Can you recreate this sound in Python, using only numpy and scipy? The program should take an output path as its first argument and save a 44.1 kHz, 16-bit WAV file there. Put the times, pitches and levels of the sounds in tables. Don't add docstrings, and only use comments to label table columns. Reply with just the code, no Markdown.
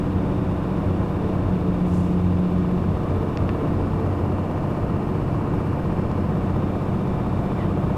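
import sys
import numpy as np
from scipy.fft import rfft, irfft, next_fast_len
from scipy.io import wavfile
from scipy.ndimage import map_coordinates

SR = 44100
rng = np.random.default_rng(int(sys.argv[2]) if len(sys.argv) > 2 else 0)


def wrap_up_sound(samples):
    columns = np.atleast_2d(samples).T
    tamed = np.clip(columns, -1, 1)
    steps = np.round(tamed * 32767).astype(np.int16)
    wavfile.write(sys.argv[1], SR, steps)


N = 351477
TIME = np.arange(N) / SR

START_RPM, GAIN_RPM_PER_S, EASING_PER_S = 1846.1, 6.15, .062
PULL_S = 4.3
# time in seconds, level in dB.
FIRING_LEVEL = [(1.0, -31), (1.8, -33), (3.2, -30.5), (4.1, -28), (5.15, -32), (6.4, -29.5), (7.4, -32.5)]
# centre in seconds, gain in dB, half-length in seconds.
LOW_HUM_SURGES = [(0.164, 6.5, 0.056), (0.318, -5, .05), (.75, -13, 0.071), (0.913, 7.5, 0.076),
                  (1.473, 8, 0.052)]
# time in seconds, level in dB.
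OCTAVE_LEVEL = [(1.5, -29.5), (2.2, -41), (4.2, -36), (5.4, -43), (6.0, -35), (7.0, -31)]
# multiple of the four-stroke cycle rate, dB at first, dB when pulling.
ENGINE_ORDERS = [(3, -42, -41), (7, -39, -40), (8, -42, -38), (9, -39, -36), (10, -39, -36), (13, -51, -40),
                 (14, -41, -37), (15, -56, -43), (18, -41, -43), (19, -34.5, -37), (20, -50, -50),
                 (21, -41.5, -43), (22, -46, -42), (24, -40.5, -41.5), (29, -56, -51), (30, -52, -46),
                 (31, -45, -50), (32, -54, -50), (33, -49.5, -47), (37, -57, -49.5), (38, -53, -52),
                 (39, -51, -48), (42, -53, -53), (44, -62, -51), (45, -49.5, -49), (46, -56, -54),
                 (47, -58, -53), (49, -56, -56), (55, -64, -53), (56, -54, -56), (59, -61, -56),
                 (65, -57, -54), (67, -58, -56), (68, -54, -53), (69, -58, -55), (71, -59, -52),
                 (75, -60, -56), (78, -64, -54), (80, -59, -58), (150, -72, -65), (170, -74, -66)]
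# frequency in Hz, relative level in dB.
CLATTER_SPECTRUM = [(400, -23.5), (500, -8.5), (600, -7.5), (690, -7), (800, -8.5), (1080, -9), (1400, -17),
                    (2050, -28), (2350, -21), (2750, -24), (3200, -28), (4400, -39), (8000, -51)]
# frequency in Hz, relative level in dB, time to fall by 60 dB in seconds.
KNOCK_MODES = [(480, -1, .024), (690, -2, .022), (880, -4, .02), (1070, -3.5, .022), (1230, -8, .018)]
KNOCK_DB, KNOCK_GROWS_DB = -48, 6
# frequency in Hz, width in Hz of each of two passes,
# relative dB facing ahead, relative dB facing the side window.
CAB_PANELS = [(1852, 140, 2, 6.5), (2301, 250, 0.5, 1.5), (2784, 288, -1.5, 2), (3500, 180, -4, -23),
              (3636, 170, -2.5, -7), (4239, 170, -9.5, -6)]
# start, attack, hold, release, all in seconds.
MICROPHONE_TURN = (3.4, 0.88, 1.6, .8)
TURBO_HZ, TURBO_HZ_PER_RPM, TURBO_DB = 11700, 2.5, -77.5
# multiple of the rib rate, level in dB, then start, attack, hold, release in seconds.
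RIB_TONES = [(1, -27.5, 1.55, .5, 0.17, 0.51), (1, -30, 2.28, 0.71, 0.21, 1.3),
             (2, -22.5, 1.27, 0.53, 0.759, 0.63), (4, -38.5, 1.59, 0.67, 0.417, 0.51)]
BEAT_HZ, BEAT_CREST_S = 3.35, 2.585
# time in seconds, peak level in dB, frequency in Hz above which the ring is dulled.
TRIM_CLICKS = [(3.373, -21, 7500), (3.4918, -20.5, 3600), (3.498, -30, 2800), (6.1155, -34.5, 12000)]
# frequency in Hz, relative level in dB, time to fall by 60 dB in seconds.
TRIM_MODES = [(1100, -3, .006), (1800, -1, .007), (2600, 1, .007), (3500, -6, .005), (4500, -3, .005),
              (5400, -3, .005), (6800, -8, .004)]
# start in seconds, length in seconds, frequency in Hz, level in dB.
CHIRPS = [(7.577, .02, 2040, -46), (7.596, .018, 2020, -48.5), (7.606, .014, 3100, -54),
          (7.615, .012, 2680, -53), (7.615, .028, 1880, -48), (7.636, .01, 2950, -56)]
# level in dB, then start, attack, hold, release in seconds.
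LOOSE_RUB = (-52.5, 7.53, .07, .04, .09)
# frequency in Hz, relative level in dB.
ROAD_SPECTRUM = [(22, -8), (33, -13), (50, -2), (100, -1), (160, -1), (230, -6.3), (310, -8.5), (355, -6.5),
                 (405, -12.3), (560, -14.2), (690, -16.3), (830, -19.5), (1080, -20), (1250, -24),
                 (1480, -27.7), (1750, -32.8), (2100, -39), (4000, -65.5)]
RUMBLE_DB, ROAR_DB, RUMBLE_DROP_DB, ROAR_DROP_DB = -26, -25.5, 0.5, 3.5
# start, attack, hold, release, all in seconds.
SMOOTH_STRETCH = (1.5, 0.58, 0.22, 0.95)
# frequency in Hz,
# width in Hz of each of two passes, level in dB, then start, attack, hold, release in seconds.
ROAD_SWELLS = [(440, 10, -39, 1.0, .3, .4, .4), (640, 70, -43, 1.1, .2, .15, .2),
               (1100, 250, -49, 2.4, .5, 1.1, .5), (443, 10, -38, 2.9, .3, .6, .7),
               (650, 130, -45, 3.1, .3, .4, .5), (280, 25, -38, 3.2, .3, .5, .3),
               (440, 60, -41, 4.5, .4, .6, .5), (160, 60, -32, 4.7, .3, 1.3, .5)]
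# frequency in Hz, relative level in dB.
AIR_SPECTRUM = [(500, -7.5), (1800, 1), (2050, -1.5), (4000, -10.5), (5200, -9), (6000, -14.5),
                (9300, -15.5), (10600, -24), (14000, -21)]
# level in dB, start, attack and hold in seconds, seconds to fall by 20 dB.
AIR_PUFF = (-55.8, 1.805, .135, .035, .27)
TOP_HZ = 13950


def engine(cycle, lope_db=2.2, lope_place=0.85, clatter_db=-42.5, rasp_db=-55.0):
    pull = np.minimum(TIME / PULL_S, 1)
    aside = swell(*MICROPHONE_TURN)
    knock_db = KNOCK_DB + KNOCK_GROWS_DB * pull
    heave_db = lope_db * np.cos(2 * np.pi * (cycle - lope_place))
    metal = amp(clatter_db + heave_db) * clatter(cycle) + amp(knock_db) * knock(cycle)
    return boom(cycle, pull) + metal + amp(rasp_db) * rasp(cycle, aside)


def boom(cycle, pull, waver_db=0.8):
    (firing_db,), (octave_db,) = curves(FIRING_LEVEL), curves(OCTAVE_LEVEL)
    surge_db = sum(db * np.exp(-((TIME - s) / width) ** 2) for s, db, width in LOW_HUM_SURGES)
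    hum = amp(firing_db + surge_db) * cosine(6 * cycle)
    hum += amp(octave_db) * cosine(12 * cycle)
    for multiple, first_db, pulling_db in ENGINE_ORDERS:
        level_db = first_db + pull * (pulling_db - first_db) + waver_db * wobble(1.7)
        hum += amp(level_db) * tone(multiple * cycle)
    return hum


def clatter(cycle, size=4096):
    shape = (2, size // 2 + 1)
    magnitude = amp(rng.uniform(-6, 6, shape))
    phase = 2 * np.pi * rng.random(shape)
    patterns = irfft(magnitude * np.exp(1j * phase))
    first, second = (np.interp(cycle, np.arange(size) / size, p, period=1) for p in patterns)
    blend = .2 * (TIME + wobble(1))
    return coloured(np.cos(blend) * first + np.sin(blend) * second, CLATTER_SPECTRUM)


def knock(cycle, place=.86, attack=0.0036, rattle_db=-3, rattle_t60=0.056):
    count = np.floor(cycle - place + 1).astype(int).clip(0)
    age = (cycle - place) % 1 / np.gradient(cycle, TIME)
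    chance_db = 1.5 * rng.standard_normal((len(KNOCK_MODES), N // 100))
    ring = np.zeros(N)
    for k, (hz, db, t60) in enumerate(KNOCK_MODES):
        fading = amp(db + chance_db[k][count] - 60 * age / t60)
        ring += (-1) ** k * fading * np.sin(2 * np.pi * hz * age)
    loose = coloured(noise(), [(250, -24.0), (500, 4.5), (1200, -4.5), (1700, -12.0), (3000, -39)])
    rattle = loose * amp(-60 * age / rattle_t60)
    rise = 1 - np.exp(-(age / attack) ** 2)
    return unit(unit(ring * rise) + amp(rattle_db) * unit(rattle * rise))


def rasp(cycle, aside, depth=0.35):
    firing = np.cos(2 * np.pi * 6 * cycle)
    shaking = noise() * (1 + depth * firing)
    ahead = resonant(shaking, [(hz, width, db) for hz, width, db, _ in CAB_PANELS])
    side = resonant(shaking, [(hz, width, db) for hz, width, _, db in CAB_PANELS])
    return (1 - aside) * ahead + aside * side


def turbo(rpm):
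    hz = TURBO_HZ + TURBO_HZ_PER_RPM * (rpm - START_RPM)
    flutter_hz = 32 * wobble(110)
    return amp(TURBO_DB + 2.5 * wobble(11)) * tone(np.cumsum(hz + flutter_hz) / SR)


def drone(cycle):
    turns = 6 * cycle - BEAT_HZ * (TIME - BEAT_CREST_S)
    return sum(amp(db) * swell(*shape) * cosine(multiple * turns) for multiple, db, *shape in RIB_TONES)


def clicks(attack=.0003):
    out, age = np.zeros(N), np.arange(SR // 20) / SR
    for s, peak_db, bright_hz in TRIM_CLICKS:
        ring = np.zeros(len(age))
        for k, (hz, db, t60) in enumerate(TRIM_MODES):
            fading = amp(db - 60 * age / t60) / (1 + (hz / bright_hz) ** 4)
            ring += (-1) ** k * fading * np.sin(2 * np.pi * hz * age)
        ring *= 1 - np.exp(-age / attack)
        out[round(s * SR):][:len(age)] += amp(peak_db) * ring / np.abs(ring).max()
    return out


def squeaks(unsteady=0.047):
    bent_time = np.cumsum(1 + unsteady * wobble(300)) / SR
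    rub_db, *shape = LOOSE_RUB
    out = amp(rub_db) * swell(*shape) * resonant(noise(), [(2000, 400, 0), (3000, 800, -6)])
    for s, length, hz, db in CHIRPS:
        out += amp(db) * swell(s, length / 3, length / 3, length / 3) * tone(hz * bent_time)
    return out


def road(split_hz=350, grain_db=0.56, tread_db=-46):
    smooth = swell(*SMOOTH_STRETCH)
    rumble_db = RUMBLE_DB - RUMBLE_DROP_DB * smooth + .7 * wobble(6)
    roar_db = ROAR_DB - ROAR_DROP_DB * smooth + grain_db * wobble(14)
    rolling = coloured(noise(), ROAD_SPECTRUM)
    rumble = filtered(rolling, lambda hz: 1 / (1 + (hz / split_hz) ** 4))
    roar = rolling - rumble
    out = amp(rumble_db) * rumble + amp(roar_db) * roar
    out += amp(tread_db) * resonant(noise(), [(441, 8, 0)])
    for hz, width, db, *shape in ROAD_SWELLS:
        out += amp(db) * swell(*shape) * resonant(noise(), [(hz, width, 0)])
    return out


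def air():
    puff_db, start, attack, hold, fall = AIR_PUFF
    rise = np.clip((TIME - start) / attack, 0, 1) ** 1.5
    fade_db = -20 * np.maximum(TIME - start - attack - hold, 0) / fall
    jet = coloured(noise(), [(1500, -29), (4000, -6.5), (7000, -2.0), (10000, -8), (12500, -13.0), (14000, -18)])
    puff = amp(puff_db + fade_db + wobble(90)) * rise * jet
    wind = amp(-54.5 + 0.34 * wobble(10)) * coloured(noise(), AIR_SPECTRUM)
    return wind + puff


def amp(db):
    return 10 ** (np.asarray(db) / 20)


def unit(x):
    return x / np.sqrt(np.mean(x ** 2) + 1e-20)


def curves(rows):
    s, *cols = np.transpose(rows)
    return [np.interp(TIME, s, c) for c in cols]


def swell(start, attack, hold, release):
    end = start + attack + hold + release
    ramp = np.minimum((TIME - start) / attack, (end - TIME) / release)
    return np.sin(np.pi / 2 * np.clip(ramp, 0, 1)) ** 2


def wobble(rate):
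    return map_coordinates(rng.standard_normal(int(N * rate / SR) + 4), [TIME * rate])


def noise():
    return rng.standard_normal(N)


def cosine(turns):
    return np.sqrt(2) * np.cos(2 * np.pi * turns)


def tone(turns):
    return cosine(turns + rng.random())


def filtered(x, response):
    m = next_fast_len(N + SR // 2)
    return irfft(rfft(x, m) * response(np.fft.rfftfreq(m, 1 / SR)), m)[:N]


def coloured(x, points):
    f, db = np.transpose(points)
    return unit(filtered(x, lambda hz: amp(np.interp(np.log(hz + 1), np.log(f), db))))


def resonant(x, modes):
    def response(f):
        return sum(amp(db) * (1j * f * w / (c * c - f * f + 1j * f * w)) ** 2 for c, w, db in modes)
    return unit(filtered(x, response))


def scene():
    rpm = START_RPM + GAIN_RPM_PER_S * TIME * (1 - EASING_PER_S * TIME / 2)
    cycle = np.cumsum(rpm) / (2 * 60 * SR)
    return (engine(cycle) + turbo(rpm) + drone(cycle) + clicks() + squeaks() + road() + air())[None]


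def record(dry):
    return filtered(dry[0], lambda hz: hz < TOP_HZ)[None]


dry = scene()
out = record(dry)
wrap_up_sound(out)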